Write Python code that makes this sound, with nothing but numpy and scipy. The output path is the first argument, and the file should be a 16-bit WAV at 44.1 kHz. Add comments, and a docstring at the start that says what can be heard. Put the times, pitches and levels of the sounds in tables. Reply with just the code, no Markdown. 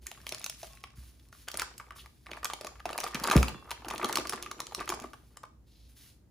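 """A plastic film rustles over a low room drone and hiss, with sharp snaps, as gloved hands work
a cream-filled piping bag loose from the rim of a steel cup; the cup thumps on the table and is slid away.
Film: noise-burst ticks and sagging sine pops. Gloves: shaped noise. Cup and table: decaying modes.
The cup's air resonates with the film; a small room adds a diffuse tail."""
import sys
import numpy as np
from scipy import signal
from scipy.fft import rfft, irfft, next_fast_len
from scipy.io import wavfile
from scipy.ndimage import map_coordinates

SR = 44100
rng = np.random.default_rng(int(sys.argv[2]) if len(sys.argv) > 2 else 0)


def wrap_up_sound(samples):
    """Save the sound to the file named by the first command line argument, as 16-bit audio."""
    columns = np.atleast_2d(samples).T
    # keep every value between -1 and 1, then stretch to whole-number steps
    tamed = np.clip(columns, -1, 1)
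    steps = np.round(tamed * 32767).astype(np.int16)
    wavfile.write(sys.argv[1], SR, steps)


N = 278207


def amp(db):
    """Decibels to gain."""
    return 10 ** (np.asarray(db) / 20)


def unit(x):
    """x at rms 1 along its last axis."""
    return x / np.sqrt(np.mean(x ** 2, axis=-1, keepdims=True) + 1e-20)


def along(points, hz):
    """Interpolate (f/Hz, value) points on a log frequency axis."""
    f, value = np.transpose(points)
    return np.interp(np.log(hz + 1), np.log(f + 1), value)


def filtered(x, response):
    """x times a response of frequency."""
    n = x.shape[-1]
    padded = next_fast_len(n + n // 8)
    spectrum = rfft(x, padded) * response(np.fft.rfftfreq(padded, 1 / SR))
    return irfft(spectrum, padded)[..., :n]


def noise(spectrum):
    """Noise of rms 1 with the given colour."""
    white = rng.standard_normal(N)
    return unit(filtered(white, lambda hz: amp(along(spectrum, hz))))


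def wobble(rate_hz):
    """A smooth random curve, rate_hz knots a second."""
    knots = rng.standard_normal(int(N * rate_hz / SR) + 4)
    return map_coordinates(knots, [np.arange(N) * rate_hz / SR])


def placed(times_s, sounds):
    """Sum rows of sound, each starting at its time."""
    first = np.round(np.abs(times_s) * SR).astype(int)
    index = first[:, None] + np.arange(sounds.shape[1])
    return np.bincount(index.ravel(), sounds.ravel(), N)[:N]


def gestures(start_s, length_s, db, attack_s, release_db_per_s):
    """Joint gain of hand movements that each rise, hold and die away; overlaps add in power."""
    t = np.arange(N) / SR
    power = np.zeros(N)
    for start, length, level_db in zip(start_s, length_s, db):
        rise = np.clip((t - start) / attack_s, 0, 1)
        since_end = np.clip(t - start - length, 0, 1)
        power += (rise * amp(level_db - release_db_per_s * since_end)) ** 2
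    return np.sqrt(power)


# room drone and hiss: f/Hz, relative level/dB per Hz
DRONE_SPECTRUM = [(20, -31), (40, -21.5), (58, 5.5), (80, -11), (120, -8.5), (170, -18), (270, -17.5),
                  (450, -29), (1000, -39), (3000, -49), (15000, -50)]


def drone(db):
    """Steady background noise, strongest in the bass."""
    return amp(db) * noise(DRONE_SPECTRUM)


# film tick colour: f/Hz, relative level/dB
FILM_COLOUR = [(200, 16), (1000, 5), (2000, 5.5), (4000, -0.5), (6500, 0.5), (8000, 2.5), (10000, 5),
               (14000, 3.5), (16500, -2)]


def ticks(centre_hz, swell_s, octaves, size=360):
    """A crease runs through the film in a millisecond or two: a burst of rms 1 round each centre."""
    chance = rng.random((len(centre_hz), 3))
    u = np.arange(size) / SR / (swell_s * (.65 + .7 * chance[:, :1]))
    envelope = u ** 2 * np.exp(2 - 2 * u) + 0.38 * u * np.exp(-u / 2)
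    burst = rng.standard_normal((len(centre_hz), size)) * envelope

    def response(hz):
        offset = np.log2((hz + 1) / centre_hz[:, None])  # octaves
        band = amp(along(FILM_COLOUR, hz)) / (1 + (offset / octaves) ** 2)
        # each facet of film has its own peaks and dips
        ripple = np.sin(2 * np.pi * (offset * (1 + chance[:, 1:2]) + chance[:, 2:]))
        return band * amp(3 * ripple)

    return unit(filtered(burst, response))


def pops(pitch_hz, decay_s, sag, rasp_db, size=900):
    """A freed film panel rings a few cycles, its pitch sagging, amid a dry rasp of its other modes."""
    t = np.arange(size) / SR
    pitch = pitch_hz[:, None]
    life = decay_s * (.5 + rng.random(pitch.shape))
    bend = 1 + sag * (np.exp(-t / 0.0048) - .5)
    phase = 2 * np.pi * pitch * np.cumsum(bend, axis=-1) / SR
    ring = unit(np.sin(phase) * np.exp(-t / life) * (1 - np.exp(-t / 0.0071)))

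    def band(hz):
        return 1 / (1 + (np.log2((hz + 1) / (.9 * pitch)) / .85) ** 4)

    rasp = filtered(rng.standard_normal((len(pitch), size)), band)
    rasp = unit(rasp * np.exp(-t / life) * (1 - np.exp(-t / 0.00026)))
    return unit(ring + amp(rasp_db) * rasp)


# pulls on the bag: start t/s, length/s, crackle level/dB, slack panels re crackle/dB
BAG_PULLS = [(.01, 0.22, -66.5, 2), (0.256, 0.17, -55.5, -5), (.45, 0.37, -63, -13), (0.715, 0.33, -69, -6),
             (1.097, 0.76, -73.5, -12), (1.54, 0.089, -49.5, -3.5), (1.661, 0.36, -76, 12),
             (2.28, .10, -58.5, 5.5), (2.419, 0.34, -63.5, 1.5), (2.86, 0.58, -54.5, 5),
             (3.24, 0.14, -41, 4), (3.45, .05, -49, 3.5), (3.52, 0.48, -67.5, 9), (3.853, 0.2, -54, 9),
             (4.016, .19, -51.5, 2.5), (4.24, 0.19, -57, 4), (4.47, 0.21, -60, -2),
             (4.767, 0.047, -52.5, 1.5), (4.87, 0.042, -41.5, -6), (4.95, 0.071, -54, 1),
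             (5.113, .3, -80, 1.5)]
# laden folds: f/Hz, relative level/dB per Hz
FOLD_SPECTRUM = [(100, -9), (230, -1), (400, 4.5), (550, -5), (900, -8.5), (2500, -40)]
PULL_ATTACK_S, PULL_RELEASE_DB_PER_S = 0.015, 262
# folds re panels, plus a rise once the bag hangs free of the cup
FOLDS_DB, HANGING_DB, HANG_FROM_S, HANG_RISE_S = -7, 10, 3.71, .5


def rustle(tick_count=750, pop_count=420):
    """Pulls gate the crackle of tiny creases, the flutter of panels and the flap of laden folds."""
    start_s, length_s, db, slack_db = np.transpose(BAG_PULLS)
    creasing = gestures(start_s, length_s, db, PULL_ATTACK_S, PULL_RELEASE_DB_PER_S)
    flapping = gestures(start_s, length_s, db + slack_db, PULL_ATTACK_S, PULL_RELEASE_DB_PER_S)

    tick_hz = 4000 * np.exp(.5 * rng.standard_normal(tick_count))
    fine = ticks(tick_hz, swell_s=0.00055, octaves=0.76)
    fine = fine * amp(20 * rng.random((tick_count, 1)) ** 3)
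    crackle = unit(placed(rng.random(tick_count) * N / SR, fine))

    panel_hz = 1150 * np.exp(.2 * rng.standard_normal(pop_count))
    panels = pops(panel_hz, decay_s=0.0043, sag=0.085, rasp_db=7.0)
    panels = panels * amp(12 * rng.random((pop_count, 1)) ** 2)
    flutter = unit(placed(rng.random(pop_count) * N / SR, panels))

    hanging = np.clip((np.arange(N) / SR - HANG_FROM_S) / HANG_RISE_S, 0, 1)
    folds = unit(noise(FOLD_SPECTRUM) * amp(4 * wobble(70)))
    folds = amp(FOLDS_DB + HANGING_DB * hanging) * folds
    return creasing * crackle + flapping * (flutter + folds)


# air trapped in cup and bag: f/Hz, bandwidth/Hz, level re direct/dB
CAVITY_MODES = [(358, 30, -10.5), (1202, 72, -4), (2450, 260, -10.5)]


def cup(x):
    """Air in the cup's mouth rings along with the film: resonant bands added to x."""
    def ring(f):
        return sum(amp(db) * 1j * f * width / (hz ** 2 - f * f + 1j * f * width)
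                   for hz, width, db in CAVITY_MODES)

    return x + filtered(x, ring)


# gloves and cup sliding: start t/s, length/s, level/dB
SLIDE_STROKES = [(.01, 0.75, -63.5), (0.575, 0.1, -56), (0.947, 0.14, -62), (1.1, .17, -71.5),
                 (1.314, 0.11, -60), (1.504, 0.38, -73), (1.949, 0.045, -54.5), (2.03, 3.3, -71.5),
                 (5.66, .22, -72.5), (5.88, 0.024, -63.5), (5.95, 0.14, -59.5)]
# rubbing hiss: f/Hz, relative level/dB per Hz
RUB_SPECTRUM = [(300, -27.5), (1000, -5), (2000, 0.5), (4200, 3.5), (7000, 0.5), (10000, 4.5), (14500, 1),
                (16500, -10.5)]
STROKE_ATTACK_S, STROKE_RELEASE_DB_PER_S = 0.02, 213


def slide():
    """Soft hiss of gloves and steel sliding, uneven with the pressure and the grain of the surfaces."""
    stroke = gestures(*np.transpose(SLIDE_STROKES), STROKE_ATTACK_S, STROKE_RELEASE_DB_PER_S)
    unevenness_db = 1.1 * wobble(43) + 1.2 * wobble(400)
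    return stroke * amp(unevenness_db) * noise(RUB_SPECTRUM)


# room decay: f/Hz, t60/s
ROOM_DECAY = [(60, 0.55), (300, 0.51), (1200, 0.3), (5000, 0.42), (15000, 0.15)]


def room(x):
    """A diffuse noise tail, 1/300 s late, in which each frequency dies at its own speed."""
    hz, t, z = signal.stft(rng.standard_normal(SR // 2), SR, nperseg=256)
    fade = amp(-60 * t / along(ROOM_DECAY, hz)[:, None])
    tail = signal.istft(z * fade, SR, nperseg=256)[1]
    tail = np.pad(tail / np.linalg.norm(tail), (SR // 300, 0))
    return signal.fftconvolve(x, tail)[:N]


# touches that set the cup ringing: t/s, level/dB
CUP_TOUCHES = [(0.065, -74), (0.701, -68), (3.546, -61)]
# steel cup wall modes: f/Hz, relative level/dB, t60/s
STEEL_MODES = [(1090, 1.5, 1), (1857, -8, 0.4), (2724, 1, 0.43), (3440, 4, 0.26), (4404, -9.5, 0.32)]


def steel():
    """Each touch rings the cup's wall faintly, with a new balance of modes."""
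    t = np.arange(SR) / SR
    s, touch_db = np.transpose(CUP_TOUCHES)
    hz, db, t60 = np.transpose(STEEL_MODES)[:, :, None]
    modes = amp(db - 60 * t / t60) * np.sin(2 * np.pi * hz * t)
    balance_db = 2.0 * rng.standard_normal((len(s), len(STEEL_MODES)))
    return placed(s, amp(touch_db[:, None] + balance_db) @ modes)


# large creases that buckle: t/s, tick level/dB, pop level/dB, pop f/Hz, tick centre f/Hz
CREASE_SNAPS = [(0.068, -37.5, -50.5, 1890, 6100), (0.1157, -44.5, -54.5, 710, 3800),
                (0.2673, -38, -62.5, 1140, 3600), (0.2916, -38, -78, 1490, 5500),
                (0.3224, -36, -47.5, 650, 3900), (0.347, -38.5, -69, 1190, 5000),
                (0.4429, -34, -65, 1370, 5700), (0.4628, -36, -50, 1095, 4700),
                (0.4978, -36, -57, 670, 5000), (0.6304, -45, -46, 690, 4700),
                (0.839, -44, -51.5, 1100, 3100), (1.327, -58.5, -57, 1440, 4200),
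                (1.48, -51, -51, 1400, 2700), (1.4847, -37.5, -46.5, 1410, 4800),
                (1.516, -42, -66, 1270, 5300), (1.5422, -41, -46.5, 600, 4400),
                (1.573, -33.5, -52, 1350, 8000), (1.5967, -31, -45, 1390, 4500),
                (1.6192, -35, -37, 1344, 5500), (1.7802, -45.5, -74, 1510, 7100),
                (1.799, -52.5, -48.5, 1176, 2400), (1.907, -48.5, -50, 1180, 2200),
                (2.0602, -56, -60, 1180, 3400), (2.267, -52, -53.5, 1170, 3100),
                (2.3153, -42, -48, 580, 2400), (2.3335, -43.5, -56.5, 1230, 2200),
                (2.4306, -46, -48.5, 1200, 2300), (2.4457, -30.5, -42, 1136, 6400),
                (2.4545, -34.5, -43.5, 1230, 4000), (2.5001, -44, -42.5, 1140, 2700),
                (2.5349, -37, -43, 794, 4200), (2.6109, -43.5, -47.5, 620, 4700),
                (2.647, -43.5, -44, 630, 4600), (2.669, -41.5, -46.5, 1140, 4300),
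                (2.8023, -56.5, -52, 1270, 3200), (2.856, -41, -35.5, 713, 3200),
                (2.8922, -44.5, -46.5, 1230, 2900), (2.9035, -49, -43.5, 650, 2900),
                (2.9305, -41, -48.5, 610, 3700), (2.9788, -34.5, -45.5, 1150, 5900),
                (2.9865, -38, -40.5, 680, 2200), (3.003, -35, -61, 1190, 5500),
                (3.036, -40.5, -46, 1095, 3500), (3.041, -35.5, -38.5, 790, 5900),
                (3.0651, -51, -42.5, 1170, 3200), (3.1461, -34.5, -42.5, 1770, 4500),
                (3.1542, -36.5, -44, 1260, 2800), (3.2367, -37.5, -41.5, 990, 6300),
                (3.2402, -31, -40.5, 1000, 4400), (3.2737, -33.5, -39.5, 1190, 5500),
                (3.3, -31.5, -40.5, 1250, 3600), (3.3126, -28, -28, 1216, 3100),
                (3.318, -31.5, -39.5, 1080, 4800), (3.3658, -29.5, -39, 1170, 3800),
                (3.4293, -30.5, -34.5, 1320, 4000), (3.4833, -36, -45, 903, 3700),
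                (3.7073, -39, -47, 1090, 4200), (3.7142, -36.5, -41.5, 977, 3800),
                (3.8471, -48.5, -47.5, 760, 3200), (3.8846, -40, -48, 860, 5900),
                (3.9096, -40.5, -42, 1145, 3400), (3.9797, -40.5, -53, 1260, 3900),
                (4.0296, -43.5, -38.5, 1200, 2900), (4.045, -31, -36, 1190, 4200),
                (4.0951, -41, -36.5, 920, 3500), (4.1271, -33, -59.5, 980, 5300),
                (4.1563, -27, -45.5, 1460, 4800), (4.1719, -30, -35, 1144, 5100),
                (4.1846, -37.5, -38, 537, 3300), (4.2531, -51.5, -43.5, 1126, 2900),
                (4.272, -39.5, -60, 615, 4500), (4.2952, -31, -53.5, 1150, 5900),
                (4.3241, -42.5, -43, 1220, 4200), (4.3333, -42.5, -40, 1180, 4500),
                (4.4265, -38.5, -55.5, 1080, 4600), (4.462, -47.5, -46.5, 1220, 2700),
                (4.5137, -40.5, -44, 1150, 4800), (4.603, -35.5, -43.5, 1068, 5200),
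                (4.669, -43.5, -61.5, 1300, 4600), (4.7221, -54, -47.5, 816, 3500),
                (4.7483, -33, -49.5, 1170, 5100), (4.8027, -44.5, -47.5, 1120, 4300),
                (4.8087, -51, -40.5, 1177, 2900), (4.8767, -44.5, -47.5, 1290, 2200),
                (4.8914, -32.5, -46, 1200, 5200), (4.9226, -47.5, -36.5, 1100, 3800),
                (5.042, -61.5, -45.5, 1133, 4200), (5.1337, -54, -51, 1174, 4000),
                (5.3712, -48, -57.5, 1120, 5600), (5.4382, -72, -47.5, 1067, 3000)]


def snaps():
    """Each large crease ticks as it buckles and pops as its panel is freed."""
    s, tick_db, pop_db, pop_hz, tick_hz = np.transpose(CREASE_SNAPS)
    tick = ticks(tick_hz, swell_s=0.00098, octaves=0.81) * amp(tick_db)[:, None]
    pop = pops(pop_hz, decay_s=0.0024, sag=0.12, rasp_db=-1) * amp(pop_db)[:, None]
    return placed(s - .0007, tick) + placed(s - .0002, pop)


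# time scatter; levels re the large crease's pop; median tick centre
FLURRY_S, FLURRY_TICK_DB, FLURRY_POP_DB, FLURRY_HZ = .007, -13, -12, 3600


def flurries(count=3):
    """A panel giving way drags smaller creases with it: ticks and pops scattered round each snap."""
    s, _, pop_db, pop_hz, _ = np.repeat(CREASE_SNAPS, count, axis=0).T
    when, strength, tick_pitch, pop_pitch = rng.standard_normal((len(s), 4)).T
    s = s + FLURRY_S * (when + .6)
    gain = amp(pop_db + 2 * strength)[:, None]
    tick = ticks(FLURRY_HZ * np.exp(.3 * tick_pitch), swell_s=0.001, octaves=1.0)
    pop = pops(pop_hz * np.exp(.25 * pop_pitch - .1), decay_s=0.0025, sag=0.36, rasp_db=3.5)
    return placed(s, tick * gain * amp(FLURRY_TICK_DB)) + placed(s, pop * gain * amp(FLURRY_POP_DB))


# cup meets table: t/s, table ring level/dB, slap level/dB
CUP_THUMPS = [(0.971, -37, -71), (3.355, -9.5, -10.5)]
# table top modes: f/Hz, relative level/dB, t60/s
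TABLE_MODES = [(61.7, 5, 0.2), (103.3, -8, .15), (120.3, -2.5, 0.14), (178.2, -17, 0.19),
               (199, -15.5, 0.187), (244, -19.5, 0.23), (355, -27.5, 0.11)]
# impact noise: f/Hz, relative level/dB per Hz
BOOM_SPECTRUM = [(20, -11.5), (50, -13), (100, -6.5), (210, -5), (330, -6), (600, -8), (1500, -32)]


def thumps():
    """The full cup lands: bending waves arrive treble first, then the table's low modes build and ring."""
    t = np.arange(SR) / SR
    s, ring_db, slap_db = np.transpose(CUP_THUMPS)
    slap_hz = 105 + 520 * np.exp(-t / .004)
    slap_envelope = (t / 0.0055) ** 2 * np.exp(2 - 2 * t / 0.0057)
    slap = np.sin(2 * np.pi * np.cumsum(slap_hz) / SR) * slap_envelope
    boom = amp(-14.5 - 60 * t / 0.33) * noise(BOOM_SPECTRUM)[:SR] * (1 - np.exp(-t / 0.0027))
    ring = np.zeros(SR)
    for hz, db, t60 in TABLE_MODES:
        swell = (1 - np.exp(-t * hz / 0.99)) ** 2
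        ring += amp(db - 60 * t / t60) * swell * np.sin(2 * np.pi * hz * t)
    return placed(s, amp(ring_db)[:, None] * ring + amp(slap_db)[:, None] * (slap + boom))


# laden bag flops against the cup: t/s, level/dB, f/Hz
BAG_FLOPS = [(1.545, -60, 304), (2.317, -57.5, 378), (3.147, -42.5, 208), (3.212, -46.5, 230),
             (3.296, -43, 260), (3.546, -53, 302), (4.05, -43.5, 330), (4.186, -44, 401),
             (4.336, -47.5, 327), (5.044, -50.5, 373)]


def flops():
    """Cream-weighted film answers with a low, quickly damped pop."""
    s, db, pitch_hz = np.transpose(BAG_FLOPS)
    pop = pops(pitch_hz, decay_s=0.0079, sag=0.73, rasp_db=4.0, size=2200)
    return placed(s, pop * amp(db)[:, None])


# glove drags on steel: start t/s, length/s, level/dB, centre f/Hz
GLOVE_SQUEAKS = [(1.974, 0.034, -54.5, 3230), (5.645, .23, -71, 4040)]
SQUEAK_OCTAVES, SQUEAK_RISE_SHARE, SQUEAK_RELEASE_DB_PER_S = 0.44, .35, 700


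def squeaks():
    """Rubber sticks and slips: a rough, narrow band of noise."""
    out = np.zeros(N)
    for start_s, length_s, db, centre_hz in GLOVE_SQUEAKS:
        def band(hz):
            return 1 / (1 + (np.log2((hz + 1) / centre_hz) / SQUEAK_OCTAVES) ** 2)

        chatter = unit(filtered(rng.standard_normal(N), band) * amp(1.7 * wobble(150)))
        attack_s = SQUEAK_RISE_SHARE * length_s
        out += chatter * gestures([start_s], [length_s], [db], attack_s, SQUEAK_RELEASE_DB_PER_S)
    return out


# side signal response: f/Hz, level/dB
SIDE_WIDTH = [(50, -25.5), (130, -17.5), (300, -12), (1200, -8), (3500, -6.5), (7000, -6), (12000, -16.5),
              (15000, -17.5)]


def scene():
    """The work is straight ahead; room echoes and background drone spread to the sides."""
    film = snaps() + flurries() + flops() + rustle()
    bag = cup(film) + slide() + squeaks() + steel()
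    thump = thumps()
    mid = bag + amp(-12) * room(bag) + thump + amp(-19) * room(thump) + drone(-58.0)
    spread = amp(-3.5) * room(bag) + amp(-8.0) * room(thump) + drone(-52.5)
    side = filtered(spread, lambda hz: amp(along(SIDE_WIDTH, hz)))
    return np.array([mid + side, mid - side])


# phase lead of left over right: f/Hz, phase/rad
STEREO_PHASE = [(20, 0), (1500, 0), (3200, .45), (4500, .3), (5600, .9), (6500, 0), (8500, -3.1),
                (10100, -6.3), (12000, -9.4), (14000, -12.6), (16000, -15.7)]
TOP_HZ = 16500


def record(dry):
    """Phone stereo processing: left and right drift apart in phase in the treble, and the band limit."""
    half_lead = np.array([[.5], [-.5]])  # left, right
    return filtered(dry, lambda hz: np.exp(1j * along(STEREO_PHASE, hz) * half_lead) * (hz < TOP_HZ))


dry = scene()
out = record(dry)
wrap_up_sound(out)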